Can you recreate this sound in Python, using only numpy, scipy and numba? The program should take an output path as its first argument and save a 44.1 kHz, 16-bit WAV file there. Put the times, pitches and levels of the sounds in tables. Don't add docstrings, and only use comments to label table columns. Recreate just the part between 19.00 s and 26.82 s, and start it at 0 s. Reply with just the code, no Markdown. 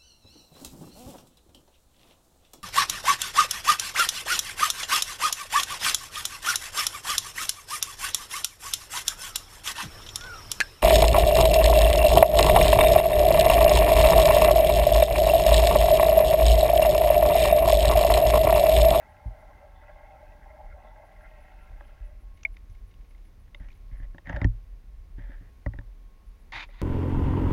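import sys
import numpy as np
from scipy import signal
from scipy.fft import rfft, irfft
from scipy.io import wavfile
from scipy.ndimage import uniform_filter1d
from numba import njit

SR = 44100
rng = np.random.default_rng(int(sys.argv[2]) if len(sys.argv) > 2 else 0)


def wrap_up_sound(samples):
    columns = np.atleast_2d(samples).T
    tamed = np.clip(columns, -1, 1)
    steps = np.round(tamed * 32767).astype(np.int16)
    wavfile.write(sys.argv[1], SR, steps)


def linear_from_db(decibels):
    return 10 ** (np.asarray(decibels, float) / 20)


N = 344729
T = np.arange(N) / SR

# f/Hz, relative level/dB
HISS_COLOUR = [(80, -35), (140, -3.5), (300, -9.5), (500, -13.5), (1100, -20), (1450, -22), (2150, -21),
               (3000, -27), (4200, -29), (6200, -31.5), (7800, -38), (8800, -35), (15700, -35)]
# f/Hz, mean level/dB
WHINE = (1087, -80)
TWITCH_TIMES = [.108, .273, .405, 2.066, 2.225, 2.422, 2.636, 2.865, 3.064, 3.217, 3.361, 3.54, 3.718,
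                3.887, 4.111, 4.265, 4.414, 4.589, 4.762, 4.985, 7.281, 7.413, 7.557, 7.691]
# f/Hz, width/Hz, relative level/dB
TWITCH_BANDS = [(10460, 1300, 13), (11400, 710, 8), (9000, 900, -7)]
# t/s, level/dB, middle group relative level/dB, top group relative level/dB
SPOUT_LEVELS = [(0.0, -56, -7, -18), (0.5, -57, -8, -23), (0.9, -56.5, -7.5, -18.5),
                (2.05, -54.5, -8.5, -25), (2.3, -59, -5.5, -16), (2.6, -61, -2.5, -10),
                (2.85, -60.5, -7, -11.5), (3.05, -67, -0.5, -6), (3.42, -77, -7, -15)]
# f/Hz, width/Hz, relative level/dB
BASIN_GROUPS = [
    [(606, 53, 0), (763.4, 30, -3), (836, 47, -3.5), (890, 34, -7), (1062, 48, -12)],
    [(1355, 67, -5), (1602, 118, -2), (1940, 84, -3.5), (2080, 100, -2)],
    [(2596, 190, 0), (3030, 300, -8), (3480, 240, -9)],
]
# t/s, low group boost/dB, middle group boost/dB
BUBBLE_CLUMPS = [(.43, 4.5, 1), (.51, 8.5, 0), (.83, 3.5, 8), (0.896, 11.5, 12.5), (.99, 3, 1),
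                 (1.04, 0, 5), (1.15, 8, 3), (1.22, 2, 2), (1.33, 2.5, 4), (1.43, -1.5, 6), (1.47, 9, -5),
                 (1.51, 1.5, 5), (1.6, 7, -6), (1.72, -7, 6.5), (1.77, 6.5, -5), (1.9, -0.5, 5),
                 (2.039, 7, 3.5), (2.25, 5, 9.5), (2.84, 0, 1)]
BUBBLE_FLUTTER = (2.5, 2.5, 5)
# t/s, lowest modes level/dB, next modes level/dB
SWAY_LEVELS = [(0.0, -56, -55), (0.5, -48.5, -57.5), (1.4, -51.5, -56.5), (1.72, -44, -56.5),
               (2.0, -52.5, -61.5), (2.45, -47.5, -57), (2.7, -42, -63), (3.1, -41, -57),
               (3.85, -44, -54.5), (4.2, -49, -61.5), (4.45, -48.5, -53.5), (4.75, -40.5, -54.5),
               (5.2, -47, -54.5), (5.65, -42.5, -52.5), (6.3, -39, -58.5), (6.55, -47.5, -56.5),
               (7.0, -44, -63), (7.5, -46, -62.5), (7.82, -46, -62)]
# f/Hz, relative level/dB, time to fall 60 dB/s
POLE_MODES = [(45.8, 1, .25), (70, -2.5, 0.12), (108, -2.5, 0.2), (170, -2.5, 0.1), (270, 5, 0.067),
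              (337, -4.5, .07)]
# t/s, peak level/dB, favoured f/Hz, push length/ms, direction/+-1
POLE_BLOWS = [(0.2575, -26, 72, 5.2, -1), (1.731, -40.5, 70, 13, 1), (2.704, -41.5, 70, 6.9, 1),
              (2.998, -38, 70, 12, 1), (3.129, -40.5, 70, 13, 1), (3.69, -42, 108, 6.5, 1),
              (4.604, -37, 170, 4.2, 1), (4.916, -37.5, 108, 5, 1), (5, -36.5, 108, 3.7, 1),
              (5.146, -37, 170, 3.6, 1), (5.274, -32, 170, 3.7, -1), (5.299, -24.5, 170, 3.7, -1),
              (5.338, -23, 70, 5.4, -1), (5.367, -25, 89.5, 3.4, 1), (5.418, -15.5, 108, 2.5, 1),
              (5.448, -9, 101, 2.8, 1), (6.183, -31.5, 117, 2.2, 1), (6.294, -39.5, 270, 3.1, 1),
              (6.41, -38, 117, 3.5, 1), (6.6645, -18.5, 77, 2.4, -1), (6.741, -34, 80.4, 2.2, 1),
              (6.787, -30.5, 101, 2.2, 1), (7.546, -43, 108, 6.1, 1)]
# t/s, level before rise and fall/dB, f/Hz
HAND_JERKS = [(.262, -38, 44.6), (4.598, -29.5, 39.8), (4.921, -26, 41), (5.02, -24.5, 38), (5.35, -29, 43),
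              (5.438, -18.5, 43), (6.78, -34, 41)]
# f/Hz, width/Hz, relative level/dB
SHELL_MODES = [(566.6, 45.7, 3.5), (890, 109, -1.5), (1115, 66, -6), (1350, 280, -10.5), (333, 34, -2.5)]
# f/Hz, width/Hz, relative level/dB
EDGE_MODES = [(2680, 50, -1.5), (3270, 550, 1), (3700, 120, 4), (4956, 120, -7), (6100, 170, -10.5)]
# t/s, lid peak level/dB, lid f/Hz, shell relative level/dB, edges relative level/dB
HOUSING_KNOCKS = [(2.8075, -45, 1650, 6.5, -13), (2.838, -58, 1630, -3, -26),
                  (4.148, -57.5, 2080, -17, -10), (4.5459, -37, 2080, -10.5, -3.5),
                  (4.7034, -51.5, 2410, -16, -15), (5.001, -50, 1740, -12, -25),
                  (5.1454, -49.5, 1700, 4, -19), (5.1816, -38.5, 1835, -5, -12),
                  (5.2708, -33.5, 1880, -15, -24), (5.282, -48, 1960, -14, -33),
                  (5.295, -27, 1750, -2.5, -23), (5.3283, -34, 1940, 0, -24), (5.3482, -57, 1700, 3, -23),
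                  (5.362, -29, 1700, -9, -19), (5.367, -32, 1780, -1, -22), (5.4153, -26, 2020, -1.5, -20),
                  (5.444, -23, 1830, -8.5, -20), (6.6615, -30, 1940, 1.5, -36),
                  (6.7352, -41.5, 1900, -2.5, -26), (6.757, -57, 1920, 0, -12),
                  (6.787, -37, 1790, -5.5, -15), (6.81, -59, 1750, 8, -19), (7.6892, -51.5, 2000, 2, -15)]
# t/s, bright spot peak level/dB, bright spot f/Hz, broad splat relative level/dB
WATER_DROPS = [(3.431, -46, 6030, 3), (3.567, -47, 2430, 1), (3.697, -62.5, 6100, -6),
               (3.939, -57.5, 2780, -7), (4.478, -59, 1750, -6), (4.685, -56, 2440, 5.5),
               (4.727, -58, 3380, 1)]
# t/s, level/dB
LID_POP = (3.4508, -16)
# f/Hz, relative level/dB, time to fall 60 dB/s
LID_POP_MODES = [(2187, 2, 0.029), (2355, 0, 0.022), (655, -31, 0.1), (3514, -23.5, 0.012)]
# start t/s, length/s, start level/dB, change over the stroke/dB, shell relative level/dB
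SKIN_RUBS = [(4.599, .12, -55, -18.5, -3.5), (4.912, 0.15, -64.5, -2.5, -5.5),
             (5.251, 0.061, -54.5, 9, -3.5), (5.293, 0.165, -50, -6, 6), (6.178, .21, -58.5, -1, -4),
             (6.398, .1, -65, -4, -3)]
# start t/s, length/s, start level/dB, change over the stroke/dB, start f/Hz, end f/Hz
POLE_SCRAPES = [(7.5218, 0.066, -33, -6, 1940, 2050), (7.593, .04, -37.5, -4, 2400, 2400),
                (7.697, 0.12, -63, 10, 2000, 2050)]
# f/Hz, relative level/dB
SCRAPE_TONE = [(250, -16), (335, -7.5), (420, -28), (600, -13.5), (880, -2.5), (1400, -5.5), (2200, 0),
               (2900, -11), (3650, -5), (4900, -18.5), (5350, -35), (6400, -31), (7400, -41), (8000, -16),
               (9300, -9), (15000, -36.5)]
# f/Hz, width/Hz, mean relative level/dB
SCRAPE_MODES = [(900, 190, -4.5), (1470, 180, -18), (3600, 150, -13), (4550, 230, -22)]

HISS_DB, TWITCH_DB, TWITCH_LENGTH_S = -65, -79.5, 0.035
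CLUMP_S = 0.018
JERK_RISE_S, JERK_T60_S = 0.0166, 0.44
JERK_UNDER_HZ, JERK_UNDER_DB = 27.3, -3
LID_WIDTH_HZ, EDGE_HZ = 197, 3600
CONTACT_MS, DROP_MS = 1.51, 3.0
SHELL_RATTLE_S, SHELL_RATTLE = 0.01, 0.33
CRACK_DB, EDGE_CRACK_DB = -20, -14.5
DRIPS_START_S, DRIPS_END_S, DRIPS_PER_S, DRIPS_DB = 2.8, 4.8, 7.8, -62.5
RUB_EDGE_S, SCRAPE_T60_S = 0.01, 0.069
WALL_HZ, WALL_LEAK_DB = 7090, -29


def unit(x):
    return x / np.sqrt(np.mean(x ** 2))


def curves(table):
    s, db, *rest = np.transpose(table)
    level = np.interp(T, s, db, left=-200, right=-200)
    return [level] + [np.interp(T, s, column) for column in rest]


@njit
def svf(x, hz, width):
    y, b, l = np.empty(len(x)), 0., 0.
    for i in range(len(x)):
        g, k = np.tan(np.pi * hz[i] / SR), width / hz[i]
        v = (b + g * (x[i] - l)) / (1 + g * (g + k))
        b, l, y[i] = 2 * v - b, l + 2 * g * v, k * v
    return y


def band(x, hz, width):
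    return svf(x, hz + np.zeros(len(x)), 1. * width)


def body(x, modes):
    return sum((-1) ** k * linear_from_db(db) * band(x, hz, w) for k, (hz, w, db) in enumerate(modes))


def rfftfreq(n):
    return np.arange(n // 2 + 1) * SR / n


def colour(x, points):
    hz, db = np.transpose(points)
    f = np.maximum(rfftfreq(len(x)), 1)
    gain = linear_from_db(np.interp(np.log(f), np.log(hz), db))
    return unit(irfft(rfft(x) * gain, len(x)))


def walk(rate):
    k = int(SR / rate)
    steps = np.repeat(rng.standard_normal(N // k + 1), k)
    return unit(uniform_filter1d(uniform_filter1d(steps, k), k)[:N])


def grains(rate, spread_db):
    happens = rng.random(N) < rate / SR
    return happens * rng.choice([-1., 1.], N) * linear_from_db(spread_db * rng.exponential(size=N))


def add(out, s, x):
    i = int(s * SR)
    out[i:i + len(x)] += x[:N - i]


def camera():
    hiss = linear_from_db(HISS_DB + 0.48 * walk(3.42)) * colour(rng.standard_normal(N), HISS_COLOUR)
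    whine_hz, whine_db = WHINE
    whine = linear_from_db(whine_db + 2.8 * walk(6.8)) * np.sqrt(2) * np.sin(2 * np.pi * whine_hz * T)
    gate = sum(np.abs(T - s) < TWITCH_LENGTH_S / 2 for s in TWITCH_TIMES)
    gate = uniform_filter1d(1. * gate, size=100)
    noise = rng.standard_normal(N)
    twitch = unit(sum(linear_from_db(db) * band(band(noise, hz, w), hz, w) for hz, w, db in TWITCH_BANDS))
    return hiss + whine + linear_from_db(TWITCH_DB) * gate * twitch


def spout():
    db, *rel_db = curves(SPOUT_LEVELS)
    clumps_db = sum(np.outer((low, mid, 0), np.exp(-((T - s) / CLUMP_S) ** 2))
                    for s, low, mid in BUBBLE_CLUMPS)
    plunge = unit(grains(600, spread_db=2.5) * linear_from_db(4.6 * walk(14)))
    out = 0
    groups = zip(BASIN_GROUPS, [0] + rel_db, clumps_db, BUBBLE_FLUTTER)
    for modes, group_db, clump_db, flutter_db in groups:
        rung = 0
        for hz, w, mode_db in modes:
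            own = unit(grains(400, spread_db=2.5) * linear_from_db(flutter_db * walk(18)))
            drift = hz * (1 + 0.012 * walk(6.06))
            ring = band(band(0.5 * plunge + own, drift, w), drift, 3 * w)
            rung = rung + linear_from_db(mode_db) * unit(ring)
        out = out + linear_from_db(db + group_db + clump_db) * unit(rung)
    return out


def sway():
    db, over_db = curves(SWAY_LEVELS)
    low = body(rng.standard_normal(N), [(39.74, 13.9, 0.5), (26.3, 15, -1.5)])
    over = body(rng.standard_normal(N), [(67.8, 17, 2.0), (105, 43, -6.0)])
    return linear_from_db(db) * unit(band(low, 45, 40)) + linear_from_db(over_db) * unit(band(over, 64, 80))


def favour(modes, hz, db_per_octave):
    return [(f, a, b - db_per_octave * abs(np.log2(f / hz))) for f, a, b in modes]


def thuds():
    out, t = np.zeros(N), T[:SR // 2]
    sides = np.where(np.arange(len(POLE_MODES)) > 0, 1., -1.)
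    pole = [(f, t60, d) for f, d, t60 in POLE_MODES]
    for s, db, hz, ms, way in POLE_BLOWS:
        modes = favour(pole, hz, db_per_octave=8)
        ring = sum(side * linear_from_db(d) * np.sin(2 * np.pi * f * t) * 1000. ** (-t / t60)
                   for side, (f, t60, d) in zip(sides, modes))
        push = np.hanning(int(max(ms, .5) * SR / 1000) + 3)
        blow = signal.fftconvolve(ring, push)[:len(t)]
        add(out, s, np.sign(way) * linear_from_db(db) * blow / np.abs(blow).max())
    return out


def jerks():
    out, t = np.zeros(N), T[:SR // 2]
    envelope = np.minimum(t / JERK_RISE_S, 1) * 1000. ** (-t / JERK_T60_S)
    under = linear_from_db(JERK_UNDER_DB) * np.sin(2 * np.pi * JERK_UNDER_HZ * t)
    for s, db, hz in HAND_JERKS:
        swing = np.sin(2 * np.pi * hz * t) + under
        add(out, s, linear_from_db(db) * envelope * swing)
    return out


def crack(x, hz):
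    y = band(band(x, hz, 1.0 * hz), hz, 1.0 * hz)
    return y / np.abs(y).max()


def knocks():
    out, t = np.zeros(N), T[:SR // 8]
    push = t * 1000 / CONTACT_MS * np.exp(-t * 2000 / CONTACT_MS)
    rise = np.minimum(t * 1000 / CONTACT_MS, 1)
    rattle = SHELL_RATTLE * push.max() * rise * np.exp(-t / SHELL_RATTLE_S)
    edge_modes = favour(EDGE_MODES, EDGE_HZ, db_per_octave=16)
    grits = rng.standard_normal((len(HOUSING_KNOCKS), len(t)))
    for (s, db, hz, shell_db, edge_db), grit in zip(HOUSING_KNOCKS, grits):
        lid = band(push * (0.54 * np.cos(2 * np.pi * hz * t) + grit), hz, LID_WIDTH_HZ)
        hit = push * grit
        shell = band(body(hit + rattle * grit, SHELL_MODES), 580, 1400)
        edges = body(hit, edge_modes)
        parts = lid, shell, edges, crack(hit, 1100), crack(hit, EDGE_HZ)
        dbs = 0, shell_db, edge_db, CRACK_DB, edge_db + EDGE_CRACK_DB
        add(out, s, sum(linear_from_db(db + d) * p / np.abs(p).max() for p, d in zip(parts, dbs)))
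    return out


def drips():
    t = T[:SR // 50]
    splat = band(rng.standard_normal(len(t)) * t * np.exp(-t / 0.0029), 2250, 500)
    ticks = grains(DRIPS_PER_S, spread_db=2.0) * (T > DRIPS_START_S) * (T < DRIPS_END_S)
    return linear_from_db(DRIPS_DB) * signal.fftconvolve(ticks, splat / np.abs(splat).max())[:N]


def drops():
    out, t = np.zeros(N), T[:SR // 20]
    spread = t * 1000 / DROP_MS * np.exp(-t * 2000 / DROP_MS)
    grits = rng.standard_normal((len(WATER_DROPS), len(t)))
    for (s, db, hz, broad_db), grit in zip(WATER_DROPS, grits):
        spot = band(band(spread * grit, hz, 750), hz, 1500)
        broad = linear_from_db(broad_db) * crack(spread * grit, 2000)
        add(out, s, linear_from_db(db) * (spot / np.abs(spot).max() + broad))
    return out


def pop():
    out, t = np.zeros(N), T[:SR // 8]
    s, pop_db = LID_POP
    ring = sum((-1) ** k * linear_from_db(db) * np.cos(2 * np.pi * hz * t) * 1000. 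** (-t / t60)
               for k, (hz, db, t60) in enumerate(LID_POP_MODES))
    snap = crack(rng.standard_normal(len(t)) * np.exp(-t / .003), 2300)
    add(out, s, linear_from_db(pop_db) * (ring + linear_from_db(-29) * snap))
    return out


def stroke(s, length, db, change_db):
    way = np.clip((T - s) / length, 0, 1)
    return way, (T > s) * linear_from_db(db + change_db * way)


def rubs():
    slip = grains(2200, spread_db=2.1) * linear_from_db(2.8 * walk(45))
    hz = 1830 * (1 + 0.035 * walk(30))
    lid = unit(band(band(slip, hz, 340), hz, 620) + linear_from_db(-24) * body(slip, EDGE_MODES))
    shell = unit(band(body(slip, SHELL_MODES), 460, 720))
    out = 0
    for s, length, db, change_db, shell_db in SKIN_RUBS:
        way, gain = stroke(s, length, db, change_db)
        gain = uniform_filter1d(gain * (way < 1), int(RUB_EDGE_S * SR))
        out = out + gain * (lid + linear_from_db(shell_db) * shell)
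    return out


def scrape():
    grit = grains(9000, spread_db=2.1) * linear_from_db(1.75 * walk(120))
    rings = sum(linear_from_db(db + 3.6 * walk(40)) * unit(band(grit, hz, w)) for hz, w, db in SCRAPE_MODES)
    broad = colour(grit, SCRAPE_TONE) + 0.21 * rings
    out = 0
    for s, length, db, change_db, hz, end_hz in POLE_SCRAPES:
        way, gain = stroke(s, length, db, change_db)
        lift = 1000. ** (-np.maximum(T - s - length, 0) / SCRAPE_T60_S)
        sliding = unit(band(grit, hz + (end_hz - hz) * way, 220))
        out = out + gain * lift * unit(broad + 0.42 * sliding)
    return out


def scene():
    outside = spout() + sway() + thuds() + jerks() + knocks() + drips() + drops() + pop() + rubs() + scrape()
    wall = signal.ellip(6, .5, 50, WALL_HZ, fs=SR, output="sos")
    through = signal.sosfilt(wall, outside)
    leak = linear_from_db(WALL_LEAK_DB) * (outside - through)
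    return (through + leak + camera())[None]


def band_limit(x):
    return signal.sosfilt(signal.butter(12, 15900, fs=SR, output="sos"), x)


def record(dry):
    bass_cut = signal.butter(1, 15, "high", fs=SR, output="sos")
    mix = signal.sosfilt(bass_cut, dry)
    return band_limit(mix)


dry = scene()
out = record(dry)
wrap_up_sound(out)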